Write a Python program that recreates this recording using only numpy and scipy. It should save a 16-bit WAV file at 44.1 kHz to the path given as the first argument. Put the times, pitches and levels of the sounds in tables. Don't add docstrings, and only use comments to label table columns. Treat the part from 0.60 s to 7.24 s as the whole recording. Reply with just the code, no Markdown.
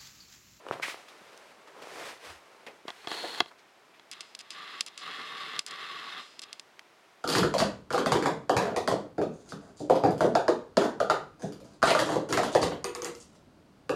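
import sys
import numpy as np
from scipy import signal
from scipy.fft import rfft, irfft
from scipy.io import wavfile

SR = 44100
rng = np.random.default_rng(int(sys.argv[2]) if len(sys.argv) > 2 else 0)


def store_wav(level_fs):
    pcm = np.round(np.clip(np.atleast_2d(level_fs), -1, 1) * 32767)
    wavfile.write(sys.argv[1], SR, pcm.T.astype(np.int16))


N = 292824
TIME = np.arange(N) / SR
HIT_TIME = np.arange(4096) / SR
BINS = np.fft.rfftfreq(8192, 1 / SR)

# freq_hz, level_db
ROOM_TONE = [(15, -76), (25, -35), (70, -26.5), (114, -17.5), (326, -9), (394, -5.5), (451, -7.5),
             (489, -10), (641, -6), (2050, -11.5), (4030, -18.5), (4370, -20.5), (4740, -19.5),
             (16000, -38)]
SHELL_TONE = [(30, -79), (70, -15), (150, -10.5), (300, 0), (500, 7.5), (850, 2), (1100, 3), (2000, -12),
              (3500, -35), (8000, -53), (16000, -52)]
SKIN_TONE = [(100, -17.5), (700, 0.5), (1400, 4.5), (2200, 4), (3200, -0.5), (5000, -4), (7000, -8.5),
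             (9500, -11.5), (13000, -20), (16000, -27)]
POP_TONE = [(40, -58), (130, -23), (380, 4), (800, 0.5), (1300, 1), (2000, -15.5), (3500, -31), (7000, -39),
            (16000, -54)]
CRACK_TONE = [(30, -6), (100, -13), (300, -12), (1000, -26), (3500, 18), (5500, 13.5), (7000, -4),
              (8000, -7), (10000, -3), (16000, -18)]
ZOOM_TONE = [(30, -42), (100, -34), (200, -18), (300, -11), (470, -4.5), (580, -11), (850, -6.5),
             (1200, -9.5), (2000, -8.5), (2400, -13.5), (3300, -7.5), (4300, -10.5), (5200, -19.5),
             (9000, -22.5), (16000, -37.5)]
CLICK_TONE = [(40, -47), (250, -6), (800, -19), (1300, -9.5), (2100, -3), (2800, 1.5), (4000, -3),
              (5200, -7.5), (7500, -12), (10500, -18), (12400, -30.5), (14000, -31), (16000, -52)]
TEETH_TONE = [(40, -53), (300, -17), (900, -11), (1250, -0.5), (1650, 1), (2100, 1), (2320, -5.5),
              (2900, 0), (3900, -2.5), (4900, -18.5), (8000, -27.5), (12300, -30), (13200, -36),
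              (16000, -43)]
RUMBLE_TONE = [(40, -42), (85, -33), (140, -6.5), (350, -4.5), (600, -11.5), (900, -11.5), (1130, 1),
               (1400, -2), (1900, 0), (3000, -24), (16000, -72)]

# start_s, end_s, press_db, hiss_db, rise_db_per_s, hiss_swell_db_per_s
STROKES = [(0.102, 0.184, -44.5, -55, 130, 0), (0.226, 0.29, -49, -41.5, 1500, -5),
           (.34, 0.403, -52.5, -52, 300, -30), (.47, 0.916, -55.5, -58, 100, -3),
           (1.197, 1.284, -47, -53.5, 106, 78), (1.34, 1.486, -44, -45, 80, 40),
           (1.653, 1.707, -49, -47, 190, 0), (2.286, 2.47, -64, -56.5, 300, -2)]
# start_s, peak_db
GRIP_POPS = [(0.0663, -28), (0.087, -29), (0.1113, -15), (.1985, -26), (0.283, -30), (.344, -29),
             (1.272, -31.5), (1.948, -43.5)]
# start_s, level_db, rise_s, t60_s, pitch_hz,
# width_hz
SLIPS_AND_TICKS = [(.083, -43, .003, 0.023, 2860, 400), (.093, -53.5, .01, .5, 135, 45),
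                   (.113, -44, 0.0031, 0.069, 690, 700), (.121, -34, .0048, .12, 735, 775),
                   (.127, -50, .007, 0.097, 3400, 700), (.222, -28.5, 0.0097, 0.16, 2080, 560),
                   (.24, -40, 0.057, 0.22, 2220, 2540), (.481, -50, .004, .14, 2780, 2020),
                   (.606, -53.5, 0.0043, .05, 210, 150), (.776, -42.5, .0005, .0086, 6600, 4000),
                   (1.073, -48.5, .0022, 0.14, 900, 1180), (1.213, -45, .008, .1, 573, 600),
                   (1.218, -49, .004, 0.14, 2780, 2500), (1.661, -54.5, 0.0063, .28, 73, 28),
                   (2.065, -41, .0006, .13, 2350, 700), (2.066, -43, .001, .22, 487, 330),
                   (2.251, -45, .002, .022, 343, 300), (2.277, -38.5, .012, .055, 1000, 1100),
                   (2.442, -43, 0.0046, .041, 665, 990), (2.625, -36, 0.017, 0.13, 470, 260),
                   (2.908, -51, .0055, 0.094, 960, 900), (2.975, -58.5, .02, .08, 4060, 900),
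                   (3.336, -58.5, 0.0066, 0.27, 2340, 900), (6.193, -36.5, 0.00049, 0.013, 2200, 1700)]
# start_s, level_db, rise_s, tilt_db_per_octave
BARREL_KNOCKS = [(2.2809, -34.5, 0.0021, -2), (2.3029, -38, 0.0017, -0.3), (2.4726, -31.5, .002, -2.5),
                 (2.5152, -30.5, 0.0017, -2), (2.8035, -16.5, 0.003, 0), (2.8162, -37, 0.0023, -10.5),
                 (2.8592, -45.5, 0.0011, -2), (3.396, -50, 0.0016, -1.5)]
# pitch_hz, level_db, t60_s
BARREL_MODES = [(176, -33, 0.044), (361, -7.5, 0.016), (712, -10, 0.03), (886, -2.5, 0.011),
                (1156, -9, 0.023), (1450, -14, 0.023), (1720, -8, 0.016), (2060, -5.5, 0.016),
                (2650, -7.5, 0.015), (3330, 3.5, 0.011), (3860, -7, .015), (4240, -10, 0.018),
                (4740, -10, 0.011), (5300, -11, 0.0081), (6850, -6.5, 0.0065), (9800, -22, 0.0066)]
# start_s, end_s, level_db, swell_db_per_s
ZOOM_TURNS = [(2.42, 2.47, -60, 0), (2.518, 2.803, -39.5, -10.5), (2.88, 2.891, -56, 0)]
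# pitch_hz, width_hz, lift_db
SEAL_SQUEAL = [(4270, 380, 8)]
# pitch_hz, width_hz, lift_db
LENS_RESONANCES = [(438, 80, 7.5), (770, 114, 7.5), (1142, 180, 11), (1777, 41, 3), (2080, 140, 4),
                   (2675, 150, 5.5), (3343, 135, 6.5), (3660, 92, 8), (4064, 150, 6.5), (4336, 190, 8),
                   (4910, 320, 13.5), (5240, 240, 9.5), (5710, 210, 6.5), (6210, 200, 8.5),
                   (7020, 270, 10.5), (7470, 200, 7.5), (8090, 350, 9.5), (8400, 290, 0), (9250, 220, 7),
                   (10300, 270, 7.5), (11100, 300, 4)]
# start_s, shift_s, top_speed_s, brake_s, stop_s, start_db, shift_db, stop_db, creep_db, run_db
FOCUS_MOVES = [(3.5138, 3.607, 3.622, 3.622, 3.7496, -39, -36.5, -38, -52, -54),
               (3.7902, 3.905, 3.952, 4.208, 4.208, -44, -37, -23.3, -57.5, -44.5),
               (4.263, 4.3763, 4.437, 4.992, 4.992, -40, -37.5, -24, -56.5, -40.7),
               (5.0641, 5.109, 5.115, 5.595, 5.793, -36.5, -41, -37.5, -48.5, -41.7),
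               (5.818, 5.9292, 5.93, 5.93, 5.9957, -43, -37, -39, -56.5, -62)]


def amp(db):
    return 10 ** (np.asarray(db) / 20)


def unit(x):
    return x / np.sqrt(np.mean(x ** 2) + 1e-20)


def add(mix, start_s, sound):
    part = mix[max(round(start_s * SR), 0):][:len(sound)]
    part += sound[:len(part)]


def eq_curve(tone, resonances=()):
    hz, db = np.transpose(tone)
    smooth = np.interp(np.log(BINS + 1), np.log(hz + 1), db)
    return smooth + sum(lift / (1 + (2 * (BINS - f) / width) ** 2) for f, width, lift in resonances)


def tilted(curve_db, db_per_octave):
    return curve_db + db_per_octave * np.log2((BINS + 300) / 3000)


def resonate(x, curve_db):
    log_gain = np.log(amp(np.r_[curve_db, curve_db[-2:0:-1]]))
    spectrum = np.exp(np.conj(signal.hilbert(log_gain)))
    response = np.fft.ifft(spectrum).real[:len(BINS) // 2]
    return signal.fftconvolve(x, response / np.linalg.norm(response))[:len(x)]


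def held(start, end, rise_db_per_s, fall_db_per_s):
    return amp(-rise_db_per_s * np.maximum(start - TIME, 0) - fall_db_per_s * np.maximum(TIME - end, 0))


def swell_db(start, end, db_per_s):
    return db_per_s * (np.clip(TIME, start, end) - (start + end) / 2)


def friction(snags_per_s, snag_db, uneven_db, waver_hz=34):
    snags = rng.standard_normal(N) * (rng.random(N) < snags_per_s / SR)
    scrape = rng.standard_normal(N) + amp(snag_db) * unit(snags)
    lowpass = 1 / (1 + (np.fft.rfftfreq(N, 1 / SR) / waver_hz) ** 4)
    pressure = unit(irfft(rfft(rng.standard_normal(N)) * lowpass, N))
    return unit(scrape * amp(uneven_db * pressure))


def chatter(t60):
    fade = amp(-60 * HIT_TIME / t60)
    burst = rng.standard_normal(len(HIT_TIME)) * fade
    for _ in range(6):
        spectrum = rfft(burst)
        burst = irfft(spectrum / (abs(spectrum) + 1e-20)) * np.minimum(1, 2 * fade)
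    return burst / np.linalg.norm(burst) * np.sqrt(SR / 200)


def room_air(level_db=-60):
    return amp(level_db) * resonate(rng.standard_normal(N), eq_curve(ROOM_TONE))


def hand_rub(grip_until_s=2.16, fall_db_per_s=150, murmur_trim_db=-3):
    grip = held(0, grip_until_s, 0, fall_db_per_s)
    press, slide = amp(-58.5) * grip, amp(-63) * grip
    for start, end, press_db, hiss_db, rise, swell in STROKES:
        stroke = held(start, end, rise, fall_db_per_s)
        press = np.maximum(press, amp(press_db) * stroke)
        slide = np.maximum(slide, amp(hiss_db + swell_db(start, end, swell)) * stroke)
    murmur = resonate(friction(260, snag_db=-6, uneven_db=.9) * press, eq_curve(SHELL_TONE))
    hiss = resonate(friction(300, snag_db=-10, uneven_db=.53) * slide, eq_curve(SKIN_TONE))
    return amp(murmur_trim_db) * murmur + hiss


def grip_pops():
    out = np.zeros(N)
    snap = resonate(signal.unit_impulse(len(BINS)), eq_curve(POP_TONE))
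    for start, peak_db in GRIP_POPS:
        add(out, start, amp(peak_db) * snap / abs(snap).max())
    return out


def slips_and_ticks():
    out, t = np.zeros(N), np.arange(SR // 2) / SR
    for start, db, rise, t60, hz, width in SLIPS_AND_TICKS:
        envelope = np.minimum(t / rise, 1) * amp(-60 * np.maximum(t - rise, 0) / t60)
        hiss_db = -19.5 + 12 * np.log2(hz / 2000)
        resonance = 1 / (1 + ((BINS ** 2 - hz ** 2) / ((BINS + 1) * width * 1.52)) ** 2)
        colour = 20 * np.log10(resonance + amp(hiss_db + eq_curve(SKIN_TONE)))
        add(out, start, amp(db) * resonate(rng.standard_normal(len(t)) * envelope, colour))
    return out


def barrel_knocks(crack_db=-11, crack_t60=.0148, low_cut_hz=95):
    out = np.zeros(N)
    hz, mode_db, t60 = np.transpose(BARREL_MODES)[:, :, None]
    for start, db, rise, tilt in BARREL_KNOCKS:
        partials = np.sin(2 * np.pi * (hz * HIT_TIME + rng.random(hz.shape)))
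        fade = amp(mode_db + tilt * np.log2(hz) - 60 * HIT_TIME / t60)
        attack = np.minimum(HIT_TIME / rise, 1)
        crack = resonate(chatter(crack_t60), tilted(eq_curve(CRACK_TONE), tilt))
        body = unit((partials * fade).sum(0) * attack) * np.std(crack)
        add(out, start, amp(db) * (body + amp(crack_db) * crack))
    return signal.sosfilt(signal.butter(2, low_cut_hz, "highpass", fs=SR, output="sos"), out)


def zoom_scrape(lift_db=3, lead_s=.047):
    barrel = [(hz, np.log(1000) / np.pi / t60, lift_db) for hz, _, t60 in BARREL_MODES]
    sliding = np.zeros(N)
    for start, end, db, swell in ZOOM_TURNS:
        turn = held(start, end, rise_db_per_s=178, fall_db_per_s=650) * (TIME > start - lead_s)
        sliding += amp(db + swell_db(start, end, swell)) * turn
    scrape = friction(536, snag_db=-5, uneven_db=.42) * sliding
    return resonate(scrape, eq_curve(ZOOM_TONE, barrel + SEAL_SQUEAL))


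def focus_clicks(dull_hz=4500, bright_s=.0058):
    out, colour = np.zeros(N), eq_curve(CLICK_TONE, LENS_RESONANCES)
    bright = np.exp(-(HIT_TIME / bright_s) ** 2)
    lowpass = signal.butter(2, dull_hz, fs=SR, output="sos")
    for start, shift, _, _, stop, start_db, shift_db, stop_db, *_ in FOCUS_MOVES:
        clicks = (start, start_db, .016, 7.6), (shift, shift_db, .021, 2.6), (stop, stop_db, .0207, 2.5)
        for at_s, db, t60, tilt in clicks:
            contact = chatter(t60)
            contact = bright * contact + (1 - bright) * signal.sosfiltfilt(lowpass, contact)
            add(out, at_s, amp(db) * resonate(contact, tilted(colour, tilt)))
    return out


def gear_whirr(turn_hz=8.57, throb_db=2.5, spin_up_db_per_s=302, brake_db_per_s=178):
    drive, throb = np.zeros(N), np.ones(N)
    for start, shift, top, brake, stop, *_, creep_db, run_db in FOCUS_MOVES:
        creep = amp(creep_db) * held(start, shift, 0, brake_db_per_s)
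        run = amp(run_db) * held(top, brake, spin_up_db_per_s, brake_db_per_s)
        gate = (TIME > start) * held(start, stop, 0, fall_db_per_s=650)
        drive += np.maximum(creep, run) * gate
        gear_angle = 2 * np.pi * turn_hz * (TIME - shift)
        throb = np.where(TIME > start, amp(throb_db * np.cos(gear_angle)), throb)
    speed = np.sqrt(drive / amp(-40))
    rasp = friction(1200, snag_db=-2.6, uneven_db=.82) * drive
    grind = friction(300, snag_db=-2.5, uneven_db=.46) * drive * speed * unit(throb)
    teeth = resonate(rasp, eq_curve(TEETH_TONE, LENS_RESONANCES))
    rumble = resonate(grind, eq_curve(RUMBLE_TONE, LENS_RESONANCES))
    return amp(-1) * teeth + amp(-5) * rumble


def step_bursts(step_s):
    for start, shift, top, brake, stop, *_, creep_db, _ in FOCUS_MOVES:
        yield start + step_s, start + .0216, -51, -44, 0
        yield shift + step_s, top, -48, -57, -4.5
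        yield brake, stop, creep_db - 8.5, creep_db - 14, -4.5


def motor_steps(step_hz=325.3, t60=.00704, jitter_s=.00003):
    out, colour = np.zeros(N), eq_curve(CLICK_TONE, LENS_RESONANCES)
    for start, end, first_db, last_db, tilt in step_bursts(1 / step_hz):
        repeated = chatter(t60)
        firmness = 1 / (1 + amp(-50 - first_db) ** 2)
        for at_s in np.arange(start, end, 1 / step_hz):
            progress = (at_s - start) / (end - start)
            alike = firmness * (1 - .5 * progress)
            contact = np.sqrt(alike) * repeated + np.sqrt(1 - alike) * chatter(t60)
            tick = resonate(contact, tilted(colour, tilt * progress ** 2))
            late_s = jitter_s * progress * rng.standard_normal()
            db = first_db + progress * (last_db - first_db)
            add(out, at_s + late_s, amp(db) * tick)
    return out


def room_reverb(x, t60=.17, wet_db=-22, predelay_s=.005):
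    t = np.arange(SR // 2) / SR
    tail = rng.standard_normal(len(t)) * amp(-60 * t / t60) * (t > predelay_s)
    return x + amp(wet_db) * signal.fftconvolve(x, tail / np.linalg.norm(tail))[:N]


def scene():
    handling = hand_rub() + grip_pops() + slips_and_ticks()
    zoom = barrel_knocks() + zoom_scrape()
    focus = focus_clicks() + gear_whirr() + motor_steps()
    return (room_air() + handling + room_reverb(zoom + focus))[None]


def record(dry, low_cut_hz=38, high_cut_hz=16300):
    thinned = signal.sosfilt(signal.butter(4, low_cut_hz, "highpass", fs=SR, output="sos"), dry)
    taps = signal.firwin(511, high_cut_hz, window=("kaiser", 9), fs=SR)
    return signal.oaconvolve(thinned, taps[None], "same")


dry = scene()
out = record(dry)
store_wav(out)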